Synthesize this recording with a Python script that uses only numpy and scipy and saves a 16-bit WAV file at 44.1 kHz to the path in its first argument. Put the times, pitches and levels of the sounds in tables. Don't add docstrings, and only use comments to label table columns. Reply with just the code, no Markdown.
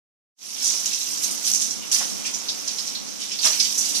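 import sys
import numpy as np
from scipy import signal
from scipy.fft import rfft, irfft
from scipy.io import wavfile

SR = 44100
rng = np.random.default_rng(int(sys.argv[2]) if len(sys.argv) > 2 else 0)


def dump_mix(stems):
    frames = np.atleast_2d(stems).T
    limited = np.clip(frames, -1, 1)
    pcm = np.round(limited * 32767).astype(np.int16)
    wavfile.write(sys.argv[1], SR, pcm)


N = 176400
DROPS_PER_S, DROP_CYCLES = 3200, 1.43


def undb(db):
    return 10 ** (np.asarray(db) / 20)


def level(x, db):
    return x * undb(db) / np.sqrt(np.mean(x ** 2) + 1e-18)


def curve(rows):
    return undb(np.interp(np.arange(N) / SR, *np.array(rows).T))


def colour(x, points, modes=()):
    f = np.fft.rfftfreq(2 * N, 1 / SR) + 1e-3
    hz, db = np.array(points).T
    peaks = 1 + sum(undb(boost) / (1 + 2j * (f - pitch) / width) for pitch, width, boost in modes)
    return irfft(rfft(x, 2 * N) * peaks * undb(np.interp(np.log(f), np.log(hz), db)))[..., :N]


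def impacts(scatter_db, channels=2):
    hit = rng.random((channels, N)) < 4 * DROPS_PER_S / SR
    strength = np.clip(rng.standard_normal((channels, N)), -2, 2)
    return hit * rng.choice([-1, 1], (channels, N)) * undb(scatter_db * strength)


def stream():
    # pitch_hz, gain_db
    patter_tone = [(100, -4), (300, 0.5), (700, 0), (1200, -1.5), (1800, -5.5), (3000, -0.5), (5500, -0.5),
                   (8000, -7), (14000, -20.5)]
    boom_tone = [(25, -19), (60, -10), (110, -16), (170, -7.5), (280, 9.5), (350, -1.5), (550, -11),
                 (900, -28.5), (2000, -31)]
    # pitch_hz, width_hz, boost_db
    basin_notes = [(191, 26, 15), (233, 5.6, 7.5), (680, 54, 18), (1770, 35, 14)]
    # time_s, level_db
    drum_level = [(.5, -3), (.68, 0), (.98, -3), (1.17, 1.5), (1.27, 3), (1.6, 1), (2.3, 1.5), (2.9, -0.5),
                  (3.35, 0.5), (3.62, 1.5), (4.0, 5)]
    # time_s, level_db
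    patter_level = [(.5, -3), (.75, 2.5), (.98, -3), (1.17, 0), (1.3, 2), (1.6, -0.5), (2.3, 2), (2.9, 0.5),
                    (3.35, -1.5), (3.52, 4), (3.62, -0.5), (4.0, 2.5)]
    wander = np.interp(np.arange(N) / SR, np.arange(50) / 10, rng.standard_normal(50))
    drumming = impacts(scatter_db=5.5, channels=1) * np.array([[1], [-1]])
    drumming += undb(-13.5) * impacts(scatter_db=5)
    boom = level(colour(drumming, boom_tone, basin_notes) * undb(1.5 * wander), db=-41)
    patter = level(colour(impacts(scatter_db=3), patter_tone), db=-40.5)
    return patter * curve(patter_level) + boom * curve(drum_level)


def drops(times, sizes, hz, cycles, samples=96, max_lag_s=0.0002983):
    hz = np.clip(hz, 100, SR / 3)[:, None]
    sides = []
    for lag in max_lag_s * rng.uniform(-1, 1, (2, len(times))):
        arrival = (times + lag)[:, None] * SR
        index = np.ceil(arrival).astype(int) + np.arange(samples)
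        turns = (index - arrival) * hz / SR
        fade = np.exp(-turns / cycles) * (1 - np.exp(-2 * turns))
        ring = sizes[:, None] * fade * np.sin(2 * np.pi * turns)
        sides.append(np.bincount(np.clip(index, 0, N).ravel(), ring.ravel(), N + 1)[:N])
    return np.array(sides)


def cloud(start, length, hz, octaves, shape, cycles, samples=96):
    count = int(length * DROPS_PER_S)
    age = (np.arange(count) + rng.uniform(-2.008, 2.02, count)) / DROPS_PER_S
    big, high = np.clip(rng.standard_normal((2, count)), -2.5, [[1.7], [2.]])
    pitch = hz * 2 ** (octaves * high)
    strength = shape(np.maximum(age, 0))
    scatter_db = 7.5 * big * np.minimum(hz / pitch, 1)
    sizes = undb(scatter_db) * np.sqrt(pitch / hz)
    rings = drops(start + age, strength * sizes, pitch, cycles, samples)
    energy = np.sum(strength[start + age < N / SR] ** 2) * SR / DROPS_PER_S
    return rings * np.sqrt(2 * energy / (np.sum(rings ** 2) + 1e-18))


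def spray():
    # time_s, level_db
    spray_level = [(.4, -37), (.55, -35.5), (.7, -33), (.82, -34), (1.15, -33), (1.4, -36), (1.62, -34.5),
                   (1.82, -42), (2.1, -39), (2.4, -41), (2.85, -39), (3.02, -46.5), (3.15, -42),
                   (3.37, -40.5), (3.55, -31), (3.72, -31), (4.0, -35.5)]
    times, db = np.array(spray_level).T
    return cloud(0, N / SR, hz=6200, octaves=0.59, cycles=DROP_CYCLES,
                 shape=lambda age: undb(np.interp(age, times, db)))


def swell_and_fade(age, rise, decay):
    return np.clip(age / rise, 0, 1) * np.exp(-np.maximum(age - rise, 0) / decay)


def burst(start, db, rise, decay, hz, octaves, cycles, samples=96):
    shape = lambda age: swell_and_fade(age, rise, decay)
    return undb(db) * cloud(start, .22, hz, octaves, shape, cycles, samples)


def splashes():
    # start_s, level_db, rise_s, decay_s, pitch_hz, spread_octaves
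    throws = [ (0.599, -24.5, 0.061, 0.086, 6500, 0.32), (.856, -26, .002, 0.031, 5430, .45),
              (.926, -27.5, 0.0035, 0.026, 5160, 0.43), (1.005, -36, 0.0057, 0.036, 5640, 0.47),
              (1.222, -24, 0.015, 0.027, 6960, 0.59), (1.306, -27.5, 0.0066, 0.015, 7960, 0.28),
              (1.428, -24, 0.043, 0.073, 6520, 0.53), (1.520, -24.5, 0.031, .025, 7240, 0.28),
              (1.598, -25, 0.017, 0.043, 6580, 0.33), (1.700, -29.5, 0.0085, .020, 6200, 0.32),
              (1.912, -20.5, 0.011, 0.078, 6020, 0.47), (2.092, -35, 0.0036, 0.034, 6700, 0.31),
              (2.248, -27, 0.014, 0.024, 5300, 0.34), (2.336, -29, 0.0065, 0.022, 6740, 0.098),
              (2.671, -27, 0.0093, 0.024, 5000, 0.36), (2.770, -36, .015, 0.021, 6140, 0.54),
              (2.855, -32.5, 0.016, 0.039, 5660, 0.31), (3.063, -38.5, .005, .040, 5450, 0.24),
              (3.193, -32, 0.019, 0.072, 4800, 0.52), (3.306, -31.5, 0.017, 0.031, 5400, 0.12),
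              (3.412, -18.5, 0.052, 0.031, 5560, 0.57), (3.516, -27, 0.016, 0.028, 4200, 0.6),
              (3.593, -21.5, 0.0072, 0.034, 5180, 0.47), (3.645, -22.5, .004, 0.015, 4400, 0.31),
              (3.772, -24, 0.01, 0.039, 7340, 0.31), (3.828, -28, 0.029, 0.024, 6260, 0.46),
              (3.879, -27.5, 0.013, 0.023, 6400, 0.65), (3.935, -25, 0.025, 0.037, 6350, 0.44)]
    return sum(burst(*row, DROP_CYCLES) for row in throws)


def fat_drops():
    # start_s, level_db, pitch_hz
    landings = [(.859, -14, 5200), (1.5163, -7, 6300), (1.5372, -5, 6460), (1.549, -8, 6130),
                (1.600, -13, 5970), (1.917, -16, 6240), (2.34, -20, 6400), (2.4851, -17, 4930),
                (2.683, -15, 5600), (2.879, -16, 5700), (3.389, -16, 4400), (3.453, -8, 5600),
                (3.6, -18, 4960)]
    times, db, hz = np.array(landings).T
    return drops(times, undb(db), hz, cycles=2)


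def squelches():
    # start_s, level_db, rise_s, decay_s, pitch_hz, spread_octaves
    squeezes = [ (1.816, -38, 0.011, 0.032, 3040, 0.14), (2.242, -30.5, 0.011, 0.037, 2530, 0.15),
                (2.484, -21.5, 0.0022, 0.018, 4710, 0.17), (2.784, -26.5, .003, 0.014, 4430, 0.15),
                (2.948, -26.5, 0.0027, 0.02, 4090, 0.1), (3.305, -32, .004, 0.037, 3340, 0.2),
                (3.387, -24.5, .002, 0.021, 4370, .12), (3.432, -23, .002, 0.011, 4000, 0.053),
                (3.594, -19.5, 0.006, 0.019, 4680, 0.15), (3.944, -28.5, 0.0045, 0.033, 4200, 0.074)]
    return sum(burst(*row, cycles=3.5, samples=160) for row in squeezes)


def slaps():
    # start_s, level_db, rise_s, decay_s
    handfuls = [(1.916, -39.5, 0.024, .06), (2.002, -32.5, 0.01, 0.017), (3.434, -28, 0.023, 0.039)]
    # pitch_hz, gain_db
    skin_tone = [(70, -26), (170, -4), (400, -5.5), (800, 1), (1500, -0.5), (2200, -2.5), (3500, -7),
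                 (8000, -32)]
    t = np.arange(N) / SR
    force = sum(undb(db) * swell_and_fade(t - start, rise, decay) for start, db, rise, decay in handfuls)
    return force * level(colour(impacts(scatter_db=4), skin_tone), db=0)


def kitchen(x):
    t = np.arange(SR // 4) / SR
    power = 0
    for fade_s, db in ((0.028, -1.5), (0.21, -3.5)):  # sink, then room; fade_s is the time to fall 60 dB
        tail = (np.exp(-np.log(1000) * t / fade_s) * (1 - np.exp(-20 * t / fade_s))) ** 2
        power = power + undb(db) ** 2 * tail / tail.sum()
    hop = int(.06 * SR)
    window = np.sin(np.pi * np.arange(2 * hop) / (2 * hop))
    echoes = np.zeros((2, N + len(t)))
    for i in range(0, N, hop):
        piece = x[:, i:i + 2 * hop] * window[:N - i]
        echo = signal.fftconvolve(piece, rng.standard_normal((2, len(t))) * np.sqrt(power), axes=1)
        echoes[:, i:i + echo.shape[1]] += echo
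    return (x + echoes[:, :N]) / np.sqrt(1 + power.sum())


def scene():
    # time_s, level_db
    fade_in = [(.33, -110), (.37, -45), (.39, -24.5), (.43, -10), (.55, -4.5), (.62, -3)]
    near = fat_drops()
    tap = stream()
    low_cut = signal.butter(2, 1930, "high", fs=SR, output="sos")
    hands = signal.sosfilt(low_cut, spray() + splashes() + squelches())
    return (tap + near + kitchen(hands + slaps() + undb(-9) * near)) * curve(fade_in)


def record(dry):
    # pitch_hz, gain_db
    left_tone = [(300, 2), (1500, 4.5), (2500, 1.5), (4000, 1), (5800, 6), (7500, 4), (10000, 5),
                 (14000, 6.5)]
    right_tone = [(300, 1.5), (1500, 4.5), (2500, 6), (4000, 5), (5000, 9.5), (5750, 17), (6600, 12.5),
                  (8000, 7.5), (10000, 9), (14000, 8)]
    low_cut_hz, top_hz, ceiling = 97, 14500, 1.1
    sides = np.array([colour(dry[0], left_tone), colour(dry[1], right_tone)])
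    sides = signal.sosfilt(signal.butter(2, low_cut_hz, "high", fs=SR, output="sos"), sides)
    sides = sides / (1 + (sides / ceiling) ** 4) ** .25
    return signal.sosfilt(signal.ellip(10, .2, 80, top_hz, fs=SR, output="sos"), sides)


dry = scene()
out = record(dry)
dump_mix(out)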